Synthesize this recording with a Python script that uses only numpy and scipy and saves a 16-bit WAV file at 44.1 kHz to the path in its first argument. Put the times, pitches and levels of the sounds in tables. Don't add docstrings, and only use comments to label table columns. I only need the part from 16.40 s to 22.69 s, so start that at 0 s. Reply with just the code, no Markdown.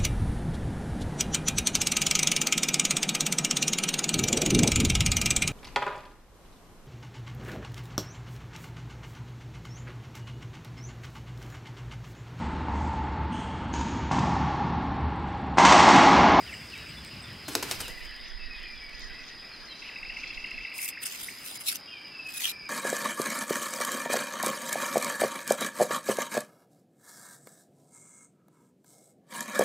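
import sys
import numpy as np
from scipy import signal
from scipy.fft import rfft, irfft, next_fast_len
from scipy.io import wavfile
from scipy.ndimage import uniform_filter1d, map_coordinates

SR = 44100
rng = np.random.default_rng(int(sys.argv[2]) if len(sys.argv) > 2 else 0)


def to_wav(s):
    ch = np.atleast_2d(s).T
    pcm = np.round(np.clip(ch, -1, 1) * 32767)
    wavfile.write(sys.argv[1], SR, pcm.astype(np.int16))


N = 277389

# [t/s, leaf rush level/dB, far bird blur level/dB]
FOREST_LEVELS = [(0, -52, -49), (1.3, -53, -49), (2, -55.5, -49.5), (3, -53.5, -52), (3.7, -53.5, -49.5),
                 (4.5, -54.5, -53), (6.29, -54.5, -56)]
# [f/Hz, density level/dB per Hz]
LEAF_SPECTRUM = [(8.8, -53), (15, -10), (274, 1), (504, -5.5), (1610, -4), (2710, -54.5), (3520, -54),
                 (4320, -22.5), (4990, -14), (5940, -20), (8930, -30), (10000, -19.5), (10900, -30.5),
                 (15500, -30)]
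BLUR_SPECTRUM = [(1200, -13), (1600, -7.5), (2000, -1.5), (2600, -0.5), (3300, -6), (4200, -8.5),
                 (4700, -8.5)]
INSECT_SPECTRUM = [(4550, -15), (4800, -4.5), (5050, 1.5), (5200, -7), (5400, -22)]
# [f/Hz, likeness/1]
LEAF_LIKENESS = [(60, 0.56), (240, 0.82), (950, 0.83), (2200, 0.34), (5000, 1), (15000, .96)]
# [f/Hz, t60/s]
TRUNK_DECAY = [(300, 0.98), (2500, 0.98), (8000, 0.24), (15000, 0.28)]
INSECT_DB = -49.5

# [f/Hz, density level/dB per Hz]
RUMBLE_SPECTRUM = [(15, -40.5), (25, -20), (63, 1.5), (118, -0.5), (230, -7), (492, -20), (600, -20),
                   (780, -24), (1320, -120)]
HISS_SPECTRUM = [(3240, -23), (5500, -1), (6090, -5), (8370, -3.5), (9810, -9), (15800, -10.5)]
RUMBLE_DB, HISS_DB, HISS_SAG_DB_PER_S = -49.5, -55.5, 7.5
LEAVE_S, RUMBLE_FADE_DB_PER_S, HISS_FADE_DB_PER_S = 1.423, 200, 150

# [t/s, length/s, start f/Hz, end f/Hz, level/dB]
CHIRP_GLIDES = [(.06, .07, 3320, 2170, -46), (0.062, 0.014, 2310, 1860, -46),
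                (.115, 0.036, 8300, 7400, -53.5), (0.123, 0.019, 2430, 1830, -38.5),
                (0.139, .015, 3070, 2650, -45), (0.31, 0.072, 3150, 1876, -46),
                (.387, .028, 3040, 2600, -50), (.485, 0.025, 7800, 8350, -59),
                (.567, 0.027, 3510, 3480, -50), (0.627, 0.031, 4600, 3900, -53),
                (0.656, .022, 8050, 8500, -56), (.818, 0.025, 7850, 8640, -55),
                (0.838, 0.026, 3560, 3560, -48.5), (1.12, .033, 7900, 8100, -52),
                (1.412, .0084, 8300, 8560, -39), (1.421, .06, 3156, 2450, -46.5),
                (1.495, 0.036, 1928, 2072, -47), (1.656, 0.056, 3210, 2920, -51),
                (1.897, 0.038, 3500, 3220, -53), (2.527, .014, 2440, 2670, -44.5),
                (2.626, 0.023, 2100, 1820, -45), (2.637, 0.11, 1800, 1422, -55),
                (3.199, .075, 1800, 1507, -56.5), (3.11, 0.057, 4490, 4000, -52),
                (3.276, 0.071, 4320, 3740, -49.5), (3.305, 0.031, 3162, 3170, -52),
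                (4.475, 0.0081, 1990, 2950, -38.5), (4.571, 0.018, 1445, 2940, -41.5),
                (4.621, 0.016, 2300, 2940, -45), (4.883, 0.013, 1720, 2930, -40),
                (5.036, 0.015, 1800, 2540, -55), (5.463, 0.14, 3245, 3040, -51.5),
                (5.474, 0.046, 2830, 2820, -49.5), (5.51, 0.092, 2603, 2233, -47),
                (5.629, 0.066, 2960, 2800, -53), (5.632, 0.032, 2410, 2260, -50),
                (6.244, 0.046, 2470, 2250, -47)]

# [t/s, peak level before colouring/dB, left minus right/dB]
DRY_TICKS = [(.1151, -39, 0), (.3017, -36, -2.5), (.3785, -28, -3), (.6175, -42, -.5), (.6484, -29, -2.5),
             (1.6544, -41, 0), (1.711, -41, 0), (1.7634, -39, 0), (2.2308, -43, 0), (2.2857, -45, .5),
             (2.4394, -43, 0), (2.4947, -40, .5), (2.595, -38, .5), (2.7417, -44, .5), (3.7738, -42, 0),
             (4.1101, -38, 0), (4.6334, -30, 0), (4.6573, -26, -.5), (5.6151, -46, 0), (5.6694, -45, 0),
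             (5.6825, -44, 0), (5.7894, -46, 0), (5.8666, -40, .5), (5.8895, -33, .5), (5.9064, -36, 1.5),
             (5.9389, -34, 1), (5.9668, -31, .5), (6.2562, -45, 0)]
SCRABBLE_DB = 8

# [t/s, burst peak level/dB, then relative to it: air push/dB, feather puff/dB (before
# the burst is scaled to its peak), crack of the tips/dB; snap t60/s]
WING_CLAPS = [(1.0813, -25, -10.5, 1, -18, .047), (1.1514, -11.5, -18, -37, 11, 0.022),
              (1.2258, -18.5, -17.5, -9, -22, 0.027), (1.3112, -17.5, -24, -13, 7, 0.051),
              (1.4032, -22, -20, -12, -22, 0.047), (1.479, -26.5, -14, -12.5, -10, .02)]
# [f/Hz, density level/dB per Hz]
FEATHER_SPECTRUM = [(410, -6), (700, -9.5), (921, -6), (3180, -7.5), (3440, -9), (4820, -9), (13500, -14),
                    (15800, -19.5)]
THUMP_SPECTRUM = [(120, -30), (240, -1.5), (380, 1), (650, -0.5), (1000, -22)]
PUFF_T60_S, PUSH_HZ, PUSH_T60_S = 0.11, 365, 0.16
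THUMP_DB = -5
FLUTTER_S, FLUTTER_DB, FLUTTER_EDGES_DB_PER_S = (1.118, 1.418), -44, (204, 74)

# [t/s, level/dB]
BUFFET_LEVELS = [(1.36, -56), (1.42, -45.5), (2.66, -45.5), (2.72, -46), (2.74, -48.5), (3.38, -58),
                 (3.58, -58), (3.64, -45.5), (3.92, -53.5), (3.98, -44), (4.12, -56), (4.14, -41),
                 (4.23, -45), (4.3, -83)]
# [f/Hz, density level/dB per Hz]
GUST_SPECTRUM = [(7.1, -54), (12, 6.5), (43, 1), (61, -10), (81, -34.5), (110, -58), (140, -55),
                 (240, -120)]
BUFFET_PAN_DB = -12

HELD_S, HELD_HZ, HELD_DB = (1.5, 2.95), 1965, -55

# [t/s, level/dB]
RUSTLE_FITS = [(1.86, -59), (2.35, -62), (2.6, -50.5), (2.86, -51), (3.2, -55), (3.4, -50.5), (3.8, -52),
               (3.95, -55), (4.18, -58)]
# [f/Hz, density level/dB per Hz]
RUSTLE_SPECTRUM = [(1800, -16), (2600, -10.5), (4200, -0.5), (6000, -4), (7500, -21.5), (9000, -35)]
FIT_EDGES_DB_PER_S = (184, 116)

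# [start t/s, start f/Hz, beads as [t/s, length/s, level/dB]]
BEADED_WHISTLES = [(1.978, 2650, [(1.985, .075, -47.5), (2.099, 0.077, -42.5), (2.19, 0.12, -48.5),
                   (2.3, .06, -50), (2.38, 0.15, -51.5)]), (5.714, 2690, [(5.707, 0.06, -51),
                   (5.746, 0.028, -41.5), (5.789, 0.024, -38.5), (5.843, 0.066, -39.5),
                   (5.94, 0.041, -44.5), (5.989, 0.021, -39), (6.035, .09, -47), (6.133, 0.05, -48),
                   (6.201, .053, -48.5)])]
SAG_HZ_PER_S = 800

# [delay/s, length/s, start f/Hz, end f/Hz, relative level/dB]
NOTE_PARTS = [(0, .011, 2480, 2820, 0), (0, .014, 2380, 1880, -4), (.01, .014, 2755, 2600, -14),
              (.024, .016, 2050, 2780, -6), (.041, .012, 2750, 2600, -15)]
TRILL_S, NOTE_GAP_S, NOTES = 3.4195, .069, 17
TRILL_DB, TRILL_ENDS_DB = -35, 5.5

# [t/s, hiss level/dB]
WIPE_STROKES = [
    [(4.3, -60), (4.312, -84), (4.352, -48.5), (4.456, -32.5), (4.478, -40), (4.488, -33), (4.504, -39),
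     (4.518, -54), (4.56, -73)],
    [(4.58, -83), (4.638, -36), (4.648, -50), (4.658, -33), (4.672, -39), (4.894, -44.5), (4.916, -48.5),
     (4.97, -54)],
    [(4.97, -56.5), (5.064, -43.5), (5.18, -47), (5.184, -52), (5.214, -42), (5.234, -52), (5.266, -32),
     (5.356, -38), (5.42, -73)],
    [(5.84, -66), (5.898, -46), (5.998, -39), (6.006, -34), (6.026, -37), (6.038, -33.5), (6.116, -38),
     (6.126, -57), (6.16, -66)],
]
STROKE_SCRAPE_DB = [-51, -44.5, -44.5, -41.5]
# [t/s, depth/dB]
SNAG_DIPS = [(4.475, 6), (5.184, 9), (5.338, 9), (5.378, 10), (5.882, 17), (5.9, 5), (5.917, 6), (5.93, 16),
             (5.99, 8), (6.061, 1)]
# [f/Hz, density level/dB per Hz]
PAPER_SPECTRUM = [(1760, -38), (3000, -9), (4650, -27), (4950, -23), (5340, -10), (8630, -0.5), (10400, 1),
                  (13100, -1), (15800, -8)]
FOLD_SPECTRUM = [(590, -25), (1000, -16.5), (1370, -9), (1650, -12), (2230, -1.5), (2440, -5), (2630, -1),
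                 (6000, -6), (7800, -11), (13200, -120)]
SCRAPE_GROWS, REFERENCE_DB = 1.02, -42

TOP_HZ = 15900


def amp(db):
    return 10 ** (np.asarray(db) / 20)


def unit(x):
    return x / np.sqrt(np.mean(x ** 2) + 1e-20)


def along(points, hz):
    f, v = np.transpose(points)
    return np.interp(np.log(hz + 1), np.log(f + 1), v)


def curves(rows):
    s, *cols = np.transpose(rows)
    t = np.arange(N) / SR
    inside = 1. * (t >= s[0]) * (t <= s[-1])
    gate = uniform_filter1d(inside, size=400)
    return [np.interp(t, s, c) for c in cols] + [gate]


def held(start, end, rise, fall):
    t = np.arange(N) / SR
    return -rise * np.maximum(start - t, 0) - fall * np.maximum(t - end, 0)


def wobble(rate, size=N):
    knots = rng.standard_normal(int(size * rate / SR) + 4)
    return map_coordinates(knots, [np.arange(size) * rate / SR])


def filtered(x, response):
    n = x.shape[-1]
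    m = next_fast_len(n + 8192)
    return irfft(rfft(x, m) * response(np.fft.rfftfreq(m, 1 / SR)), m)[..., :n]


def shape(points):
    return lambda hz: amp(along(points, hz)) * (hz > points[0][0]) * (hz < points[-1][0])


def rush(spectrum, alike, patchy_db, grains=1):
    z = signal.stft(rng.standard_normal((2, N)) * grains, nperseg=512)[2]
    field = uniform_filter1d(rng.standard_normal(z.shape[1:]), size=6, axis=0)
    field = uniform_filter1d(field, size=8, axis=1)
    pair = signal.istft(z * amp(patchy_db * unit(field)), nperseg=512)[1][:, :N]

    def mid_side_gains(hz):
        turn = np.arccos(np.clip(along(alike, hz), -1, 1)) / 2
        return shape(spectrum)(hz) * [np.cos(turn), np.sin(turn)]

    mid, side = filtered(pair, mid_side_gains)
    return unit(np.array([mid + side, mid - side]))


def add(track, s, sound):
    part = track[..., round(s * SR):][..., :sound.shape[-1]]
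    part += sound[..., :part.shape[-1]]


def sine(hz):
    return np.sqrt(2) * np.exp(2j * np.pi * np.cumsum(hz) / SR)


def glide(track, s, length, start_hz, end_hz, db):
    n = round(length * SR)
    add(track, s, amp(db) * np.hanning(n) ** 0.29 * sine(np.linspace(start_hz, end_hz, n)))


def scattered(song, share, rate):
    return (song * (1 + share * (wobble(rate) + 1j * wobble(rate)))).real


def trunks(x, spread):
    hz, t, z = signal.stft(rng.standard_normal((2, SR // 2)), SR, nperseg=256)
    decay = amp(-60 * t / along(TRUNK_DECAY, hz)[:, None])
    mid, side = signal.istft(z * decay, SR, nperseg=256)[1]
    tail = np.array([mid + spread * side, mid - spread * side]) / np.linalg.norm(mid)
    delayed = np.pad(x, (200, 0))[None]
    return signal.fftconvolve(delayed, tail, axes=1)[:, :N]


def far_birds():
    out = np.zeros(N, complex)
    for when, length, pitch, bend, size in rng.random((260, 5)):
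        hz = 1700 * np.exp(.9 * pitch ** 1.5)
        glide(out, when * N / SR, 0.0123 + 0.0397 * length, hz, hz * (1.1 - 0.2876 * bend), -12 * size)
    out = scattered(out, 0.67, 120)
    return unit(amp(-2.5) * out + trunks(out, spread=0.092))


def forest():
    rush_db, blur_db, _ = curves(FOREST_LEVELS)
    leaves = amp(rush_db + .7 * wobble(6)) * rush(LEAF_SPECTRUM, LEAF_LIKENESS, patchy_db=1.2)
    blur = amp(1.24 * wobble(12)) * rush(BLUR_SPECTRUM, [(1300, 0.99), (2200, 0.94)], patchy_db=3.0)
    blur = amp(blur_db) * (blur + amp(-5) * far_birds())
    choir = rush(INSECT_SPECTRUM, [(5000, 1.0)], patchy_db=1.2)
    octave = unit(filtered(choir ** 2, lambda hz: hz > 6000))
    return leaves + blur + amp(INSECT_DB) * (choir + amp(-32.0) * octave)


def rumble_and_hiss():
    rumble_db = RUMBLE_DB + held(0, LEAVE_S, 0, RUMBLE_FADE_DB_PER_S)
    hiss_db = HISS_DB + held(0, 0, 0, HISS_SAG_DB_PER_S) + held(0, LEAVE_S, 0, HISS_FADE_DB_PER_S)
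    rumble = rush(RUMBLE_SPECTRUM, [(100, 0.99)], patchy_db=-1.0)
    hiss = rush(HISS_SPECTRUM, [(6000, 0.86), (15000, 0.092)], patchy_db=1.5)
    return amp(rumble_db) * rumble + amp(hiss_db) * hiss


def chirps():
    out = np.zeros(N, complex)
    for row in CHIRP_GLIDES:
        glide(out, *row)
    return scattered(out, .5, 220)


def ticks():
    out, t = np.zeros((2, N)), np.arange(SR // 50) / SR
    faint = rng.random((60, 3)) * [N / SR, -9, 6] + [0, -44, -3]
    faint[:, 1] += SCRABBLE_DB * (faint[:, 0] < FLUTTER_S[0])
    for s, db, pan_db in [*DRY_TICKS, *faint]:
        same, own = rng.standard_normal((2, len(t)))
        snap = amp(-60 * t / 0.008) * (same + [[.4], [-.4]] * own)
        add(out, s, amp(db + np.array([[.5], [-.5]]) * pan_db) * snap / np.abs(snap).max())
    return filtered(out, shape([(1800, -20), (3200, 2), (6000, 4), (9000, -1), (15800, -8)]))


def wings():
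    out, t = np.zeros(N), np.arange(SR // 4) / SR
    push_decay = amp(-60 * t / PUSH_T60_S)
    for s, db, push_db, puff_db, crack_db, snap_t60 in WING_CLAPS:
        ragged = amp(4.5 * wobble(1500, size=len(t)))
        onset = (t / 0.0021) ** 2 / (1 + (t / 0.0013) ** 2)
        snap = onset * amp(-60 * t / snap_t60) * ragged
        puff = amp(puff_db - 60 * t / PUFF_T60_S)
        burst = filtered((snap + puff) * rng.standard_normal(len(t)), shape(FEATHER_SPECTRUM))
        unsteady_phase = 2 * np.pi * PUSH_HZ * t + 4.35 * wobble(70, size=len(t))
        push = np.sin(unsteady_phase) * push_decay * (1 - np.exp(-t / 0.0034))
        thump = unit(filtered(rng.standard_normal(len(t)), shape(THUMP_SPECTRUM)))
        push += amp(THUMP_DB) * thump * push_decay * (1 - np.exp(-t / 0.0014))
        add(out, s, amp(db) * (burst / np.abs(burst).max() + amp(push_db) * push))
        brief = t[:40]
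        crack = amp(db + crack_db - 60 * brief / .001) * np.cos(2 * np.pi * 4500 * brief + .6)
        add(out, s + .0016, crack)
    return out


def flutter():
    level_db = FLUTTER_DB + held(*FLUTTER_S, *FLUTTER_EDGES_DB_PER_S) + 2.7 * wobble(39.93)
    return amp(level_db) * rush(FEATHER_SPECTRUM, [(3000, 0.59)], patchy_db=0.0)


def buffeting():
    buffet_db, windy = curves(BUFFET_LEVELS)
    pan_db = np.array([[.5], [-.5]]) * BUFFET_PAN_DB
    lumps = amp(1.4 * np.array([wobble(7), wobble(8.16)]) + pan_db)
    gusts = unit(lumps * rush(GUST_SPECTRUM, [(40, .02)], patchy_db=-2.0))
    return windy * amp(buffet_db) * gusts


def held_call():
    waver = amp(held(*HELD_S, 400, 400) + 4 * wobble(25)) * sine(HELD_HZ + 50 * wobble(15))
    call = scattered(waver, 2.5, 260) / np.sqrt(1 + 2 * 2.5 ** 2)
    return amp(HELD_DB) * call


def handling():
    level = sum(amp(db + held(s, s, *FIT_EDGES_DB_PER_S)) for s, db in RUSTLE_FITS)
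    crumple = amp(3.5 * wobble(50) + 3.5 * wobble(700))
    return level * crumple * rush(RUSTLE_SPECTRUM, [(6000, 0.07)], patchy_db=3.5)


def whistles():
    out = np.zeros(N, complex)
    for start, top_hz, beads in BEADED_WHISTLES:
        for s, length, db in beads:
            hz = top_hz - SAG_HZ_PER_S * (s - start)
            glide(out, s, length, hz, hz - SAG_HZ_PER_S * length, db)
    return scattered(out, .4, 120)


def trill():
    out = np.zeros(N, complex)
    for k in range(NOTES):
        note_s = TRILL_S + k * NOTE_GAP_S
        note_db = TRILL_DB - TRILL_ENDS_DB * (2 * k / (NOTES - 1) - 1) ** 4
        for delay, length, start_hz, end_hz, part_db in NOTE_PARTS:
            tune = rng.normal(1, 0.014)
            db = note_db + part_db + rng.normal(0, 1.4)
            glide(out, note_s + delay, length, start_hz * tune, end_hz * tune, db)
    return scattered(out, .18, 250)


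def wiping():
    grains = amp(3.5 * wobble(1500) + 2.4 * wobble(55) + 1.5 * wobble(250))
    t = np.arange(N) / SR
    snags = amp(-sum(db * np.exp(-((t - s) / 0.004) ** 2) for s, db in SNAG_DIPS))
    hiss = rush(PAPER_SPECTRUM, [(3000, 0.14), (15000, 0.036)], patchy_db=4.0, grains=grains)
    scrape = rush(FOLD_SPECTRUM, [(3000, 0.08)], patchy_db=4.5, grains=grains)
    out = np.zeros((2, N))
    for rows, reference_scrape_db in zip(WIPE_STROKES, STROKE_SCRAPE_DB):
        hiss_db, on = curves(rows)
        scrape_db = reference_scrape_db + SCRAPE_GROWS * (hiss_db - REFERENCE_DB)
        out += on * snags * (amp(hiss_db) * hiss + amp(scrape_db) * scrape)
    return out


def scene():
    background = forest() + rumble_and_hiss() + buffeting()
    song = chirps() + held_call() + whistles() + trill()
    claps = wings()
    flight = claps * amp([[.6], [-.6]]) + trunks(amp(-12.5) * claps, spread=0.69) + flutter()
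    near = flight + ticks() + handling() + wiping()
    return background + near + song + trunks(amp(-7) * song, spread=0.011)


def record(dry):
    return filtered(dry, lambda hz: hz < TOP_HZ)


dry = scene()
out = record(dry)
to_wav(out)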